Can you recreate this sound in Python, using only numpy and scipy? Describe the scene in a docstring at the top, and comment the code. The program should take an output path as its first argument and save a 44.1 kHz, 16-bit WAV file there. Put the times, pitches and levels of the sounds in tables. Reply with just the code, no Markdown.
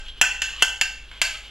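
"""Colander tapped on a saucepan

A metal colander is tapped five times on the rim of a saucepan in a small kitchen, close to a camera.
Each tap sums hand-damped modes, a dense noise clank and the pan's longer ring; noise decaying at a
separate rate in each frequency band gives the room. One rebound, a graze, light scrapes (resonant noise)
and two drips (rising sines) come between. Below lie coloured noise, two hum tones and, at the start,
a low rumble. A soft limit flattens the loudest peaks, as an overloaded microphone does."""
import sys
import numpy as np
from scipy import signal
from scipy.fft import rfft, irfft, next_fast_len
from scipy.io import wavfile
from scipy.ndimage import uniform_filter1d, map_coordinates

SR = 44100
rng = np.random.default_rng(int(sys.argv[2]) if len(sys.argv) > 2 else 0)


def waveform_to_disk(signal):
    """Save audio, clipped to [-1, 1], as 16-bit WAV at the path in sys.argv[1]."""
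    frames = np.transpose(np.atleast_2d(signal))
    scaled = np.clip(frames, -1, 1) * 32767
    samples = np.round(scaled).astype(np.int16)
    wavfile.write(sys.argv[1], SR, samples)


N = 66150
T = np.arange(N) / SR  # time in seconds

# Taps; the spot struck decides how strongly each leading mode speaks. Each row: start in seconds,
# level in dB, then in relative dB thud, low mode, main mode, upper mode, ping mode and treble,
# damping time as a ratio, clank in relative dB, room in relative dB.
TAPS = [(0.2134, -4.5, 0.5, 9.5, 8, 6.5, -7, 3, 0.62, 1.5, -1.5),
        (0.4186, -16, -9.5, -3, 5.5, 1.5, -0.5, 0, 0.96, 3.5, 5.5),
        (.6228, -3, -1.5, 5, 2, -1.5, -5.5, 4.5, 1.49, -2, -3),
        (0.8122, -7.5, -7.5, -21, 7, -7, 2.5, 0, 1.31, 1, -1.5),
        (1.2158, -7.5, -8, -11, -3, 5, 1.5, 0.5, 0.52, 2, 3)]
# The pan's answer to each tap. Each row: low tone in relative dB, high tone in relative dB, pitch ratio.
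PAN_ANSWER = [(5, 4, .981), (4, -8, 1), (-1, -10, 1), (-1, 4, 1), (-1, -6, 1)]
# Single blows, each one row: start in seconds, level in dB.
EARLIER_TAP = (-.2, -2.2)  # begins before the scene; the pan still rings faintly
REBOUND = (.2525, -22.5)  # the colander falls back on the rim after the first tap
GRAZE = (1.114, -35.5)  # the colander grazes the rim
GRAZE_CLANK_DB, GRAZE_ROOM_DB = 4, 8.5

# Quickly damped modes of the hand-held colander. Each row: frequency in Hz, relative level in dB,
# T60 in seconds at damping ratio 1.
COLANDER_MODES = [(751, -20.5, 0.039), (972, -12, 0.024), (1463, -11, 0.027), (1725, -23, 0.056),
                  (2267, -11, 0.024), (2701, -4, 0.045), (2978, -6, 0.037), (3183, -4.5, 0.046),
                  (3316, -11.5, 0.06), (4427, -7, 0.023), (5183, -21.5, 0.022), (6673, -18.5, 0.025),
                  (6650, -12.5, 0.024), (10230, -22, 0.025)]
# Centres of the leading modes, low, main, upper and ping: one frequency in Hz each.
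LEADING_HZ = [1430, 2700, 3220, 4480]
LEADING_WIDTH = 0.05  # as a fraction of the centre frequency
THUD_HZ, BODY_HZ, UPPER_HZ, TREBLE_HZ = 400, 1000, 3500, 5500  # corners of the spectral tilt
RING_DB, RING_SCATTER_DB, ATTACK_S = -2, 1, 0.00018

# Dense rattle of the perforated bowl. Each row: frequency in Hz, relative level in dB per Hz.
CLANK_SPECTRUM = [(60, -42), (250, -8), (500, -21), (720, -2), (1000, -10.5), (1200, -8), (1600, 2.5),
                  (1900, -1), (2900, 4), (3450, -5), (3950, -9.5), (5200, -6), (5900, -9.5), (7200, -3),
                  (8500, -13.5), (10000, -13), (13000, -21.5), (16000, -36)]
CLANK_DB, CLANK_T60_S, SHIMMER_DB, SHIMMER_T60_S = -4, 0.038, -25.5, 0.32

# Longer ring of the saucepan, its main tones in close beating groups. Each row: frequency in Hz
# at pitch ratio 1, relative level in dB, T60 in seconds.
SAUCEPAN_MODES = [(835, -41, .9), (1532, -23, .42), (1560, -20, .42), (1598, -26, .3), (2700, -24, .4),
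                  (2738, -19, .45), (2917, -28, .4), (3005, -28, .4), (4480, -29, .3), (4560, -28, .38),
                  (5380, -32, .35), (6900, -31, .35)]
# Centres of the pan's low tone, high tone and ping: one frequency in Hz each.
PAN_TONES_HZ = [1560, 2720, 4520]
PAN_WANDER_RAD, PAN_WANDER_PER_S, PAN_ATTACK_S = 0.4, 70, 0.009

# Light scrapes and touches of metal on metal. Each row: peak time in seconds, level in dB,
# rise in seconds, fall in seconds, centre in Hz, width in Hz.
SCRAPES = [(.065, -40.5, 0.017, 0.02, 3100, 414), (0.084, -35, 0.0037, 0.026, 3190, 248),
           (0.183, -42, 0.02, 0.037, 3040, 376), (.51, -39.5, 0.11, 0.054, 2930, 400),
           (0.586, -50, 0.076, 0.024, 1173, 198), (.595, -46.5, 0.075, 0.014, 4080, 298),
           (0.612, -30.5, 0.027, 0.039, 2980, 278), (1.189, -46, 0.15, 0.024, 3000, 700),
           (1.353, -36.5, .012, 0.017, 3030, 424), (1.46, -43, 0.055, 0.078, 3000, 615)]
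# Drops from the colander. Each row: start in seconds, level in dB.
DRIPS = [(.045, -45), (1.342, -31)]
DRIP_HZ, DRIP_RISE_HZ_PER_S, DRIP_T60_S = 1240, 4100, 0.078

# Reverberation time of the kitchen. Each row: frequency in Hz, T60 in seconds.
KITCHEN_T60 = [(150, 0.094), (400, 1), (800, .45), (2500, 0.57), (7000, 0.45), (10000, 0.45), (15000, 0.35)]
# Colour of the reverberation. Each row: frequency in Hz, relative level in dB.
KITCHEN_COLOUR = [(100, -37), (400, -9), (600, -3), (1500, -2.5), (3000, -2.5), (7000, 0), (8500, -5),
                  (15000, -2.5)]
KITCHEN_DB, KITCHEN_BUILD_S = -4.5, 0.0074
# Diffuse sound that differs between the ports. Each row: frequency in Hz, gain in dB.
SIDE = [(200, -48), (1000, -51), (4000, -26), (8000, -21), (14000, -13)]
LAG_S = 2.4e-5  # left port behind right

# Spectrum of the room noise. Each row: frequency in Hz, relative level in dB per Hz.
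FLOOR = [(20, 2), (33, 2), (45, -7), (65, -10), (105, -20.5), (160, -22), (400, -25.5), (1000, -33),
         (1600, -22.5), (2200, -44.5), (3100, -21.5), (4200, -29), (7000, -64), (10000, -40.5),
         (15000, -71)]
FLOOR_DB = -46
# Mains hum. Each row: frequency in Hz, rms level in dB.
HUM = [(49.3, -47), (101, -66)]
RUMBLE_HZ, RUMBLE_DB, RUMBLE_HALVED_S = 25.3, -34.5, 0.12
CLIP_TOP, CLIP_HARDNESS, TOP_HZ = 0.54, 7, 16000  # full scale 1; hardness of the knee; band limit


def taps():
    """Superposition: the blows on the rim, an earlier one dying away, a rebound and a graze add up."""
    total = np.zeros((2, N))
    for (start_s, db, *spot), answer in zip(TAPS, PAN_ANSWER):
        total += amp(db) * placed(tap(*spot, *answer), start_s)
    earlier = tap(pan_low_db=5, pan_high_db=-1.5)
    rebound = tap(main_db=8.5, room_db=8.5)
    graze = tap(low_db=2, main_db=-22, upper_db=2, treble_db=-11, pan_high_db=-14,
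                clank_db=GRAZE_CLANK_DB, room_db=GRAZE_ROOM_DB)
    for blow, (start_s, db) in [(earlier, EARLIER_TAP), (rebound, REBOUND), (graze, GRAZE)]:
        total += amp(db) * placed(blow, start_s)
    return total


def tap(thud_db=0, low_db=0, main_db=0, upper_db=0, ping_db=0, treble_db=0, length=1,
        clank_db=0, room_db=0, pan_low_db=0, pan_high_db=0, pitch=1):
    """Modal excitation: the spot struck weights the colander's ring and clank, and the pan's tones."""
    tilt = [(THUD_HZ, thud_db), (BODY_HZ, 0), (UPPER_HZ, 0), (TREBLE_HZ, treble_db)]
    leading_db = [low_db, main_db, upper_db, ping_db]

    def spot(f):
        return along(tilt, f) + favour(f, LEADING_HZ, leading_db)

    ring = amp(RING_DB) * ringing(COLANDER_MODES, spot, length=length)
    blow = ring + amp(clank_db) * clank(spot)
    blow = blow * (1 - np.exp(-T / ATTACK_S))
    room = amp(room_db) * kitchen(blow)
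    return blow + room + saucepan(pan_low_db, pan_high_db, ping_db, pitch)


def clank(spot):
    """High modal density: modes too close to separate act as noise with a fast and a slow decay."""
    rattle = noise(lambda f: amp(along(CLANK_SPECTRUM, f)))
    rattle = filtered(rattle, lambda f: amp(spot(f)))
    fast = amp(CLANK_DB - 60 * T / CLANK_T60_S)
    shimmer = amp(SHIMMER_DB - 60 * T / SHIMMER_T60_S)
    return rattle * (fast + shimmer)


def saucepan(low_db, high_db, ping_db, pitch):
    """Beating: close, lightly damped modes sing on as two main tones, a high ping and faint others."""
    def spot(f):
        return favour(f, PAN_TONES_HZ, [low_db, high_db, ping_db])

    ring = ringing(SAUCEPAN_MODES, spot, pitch=pitch, wander=PAN_WANDER_RAD)
    return ring * (1 - np.exp(-T / PAN_ATTACK_S))


def ringing(modes, weight_db, pitch=1, length=1, wander=0):
    """Modal synthesis: a sum of exponentially damped sines; wander (rad) unsteadies their phase."""
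    total = np.zeros(N)
    for hz, db, t60 in modes:
        start_db = db + weight_db(hz) + RING_SCATTER_DB * rng.normal()
        phase = 2 * np.pi * (hz * pitch * T + rng.random())
        if wander:
            phase = phase + wander * wobble(PAN_WANDER_PER_S)
        total += amp(start_db - 60 * T / (t60 * length)) * np.sin(phase)
    return total


def favour(f, centres_hz, levels_db):
    """Mode coupling: the dB by which a spot favours the modes near some frequencies."""
    return sum(db * np.exp(-((f / hz - 1) / LEADING_WIDTH) ** 2)
               for hz, db in zip(centres_hz, levels_db))


def scrapes(rough_db=-0.5, room_db=-2):
    """Friction-driven resonance: uneven grip makes one resonance sing, swelling and fading."""
    total = np.zeros(N)
    for peak_s, db, rise_s, fall_s, hz, width_hz in SCRAPES:
        unevenness = unit(uniform_filter1d(rng.standard_normal(N), size=200))  # size in samples
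        grip = amp(rough_db * unevenness)
        swell = np.exp(np.minimum((T - peak_s) / rise_s, (peak_s - T) / fall_s))
        total += amp(db) * swell * unit(grip * band(hz, width_hz))
    return total + amp(room_db) * kitchen(total)


def drips(attack_s=0.0072):
    """Damped oscillation: each drop is a short sine whose frequency rises linearly."""
    tone = np.sin(2 * np.pi * (DRIP_HZ + DRIP_RISE_HZ_PER_S * T / 2) * T)
    ping = tone * amp(-60 * T / DRIP_T60_S) * (1 - np.exp(-T / attack_s))
    return sum(amp(db) * placed(ping + kitchen(ping), start_s) for start_s, db in DRIPS)


def kitchen(x):
    """Reverberation: convolution with noise in which each frequency dies at its own speed."""
    hz, t, z = signal.stft(rng.standard_normal((2, N)), SR, nperseg=256)
    decay = amp(-60 * t / along(KITCHEN_T60, hz)[:, None])
    tail = signal.istft(z * decay, SR, nperseg=256)[1][:, :N]
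    tail = tail / np.linalg.norm(tail[0])
    tail = filtered(tail, lambda f: amp(along(KITCHEN_COLOUR, f)))
    tail = tail * (1 - np.exp(-T / KITCHEN_BUILD_S))
    return amp(KITCHEN_DB) * signal.fftconvolve(x[None], ports(*tail), axes=1)[:, :N]


def background():
    """Stationary noise and tones: diffuse room noise, steady mains hum and a rumble that dies away."""
    air = ports(*[noise(lambda f: amp(along(FLOOR, f))) for _ in range(2)])
    hum = sum(amp(db) * np.sqrt(2) * np.sin(2 * np.pi * (hz * T + rng.random())) for hz, db in HUM)
    rumble = np.sin(2 * np.pi * (RUMBLE_HZ * T + rng.random()))
    rumble = rumble / (1 + (T / RUMBLE_HALVED_S) ** 4)
    return amp(FLOOR_DB) * air + hum + amp(RUMBLE_DB) * rumble


def ports(mid, side):
    """Partial coherence: a diffuse sound shares its mid and opposes its side at the two ports."""
    side = filtered(side, lambda f: amp(along(SIDE, f)))
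    return np.array([mid + side, mid - side])


def noise(response):
    """Spectral shaping: white noise through a response, scaled to rms 1."""
    return unit(filtered(rng.standard_normal(N), response))


def band(centre_hz, width_hz):
    """Resonance: noise under one bell-shaped curve."""
    return noise(lambda f: 1 / (1 + ((f - centre_hz) / (width_hz / 2)) ** 2) ** 0.54)


def wobble(rate):
    """Slow random modulation: a smooth curve through random knots, rate of them a second."""
    return map_coordinates(rng.standard_normal(1000), [T * rate], mode="mirror")


def filtered(x, response):
    """Linear filtering: the spectrum of x times a response of frequency."""
    m = next_fast_len(N + SR // 2)  # padded against wrap-around
    return irfft(rfft(x, m) * response(np.fft.rfftfreq(m, 1 / SR)), m)[..., :N]


def placed(x, start_s):
    """Time shift: x moved to start at start_s, which may be negative."""
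    return np.pad(x, ((0, 0), (N, N)))[:, N - round(start_s * SR):][:, :N]


def along(points, hz):
    """Logarithmic frequency scale: interpolation of (Hz, value) points."""
    f, v = np.transpose(points)
    return np.interp(np.log(hz + 1), np.log(f + 1), v)


def amp(db):
    """Level: decibels to amplitude gain."""
    return 10 ** (np.asarray(db) / 20)


def unit(x):
    """Effective value: x scaled to rms 1."""
    return x / np.sqrt(np.mean(x ** 2) + 1e-20)


def scene():
    """Interaural-type delay: the whole sum reaches the right port a little sooner than the left."""
    total = taps() + scrapes() + drips() + background()
    sides = np.array([[-1], [1]])  # left late, right early, by half the lag each
    return filtered(total, lambda f: np.exp(1j * np.pi * f * LAG_S * sides))


def record(dry):
    """Saturation: the microphone flattens the loudest peaks and passes nothing above its band limit."""
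    clipped = dry / (1 + np.abs(dry / CLIP_TOP) ** CLIP_HARDNESS) ** (1 / CLIP_HARDNESS)
    return filtered(clipped, lambda f: f < TOP_HZ)


dry = scene()
out = record(dry)
waveform_to_disk(out)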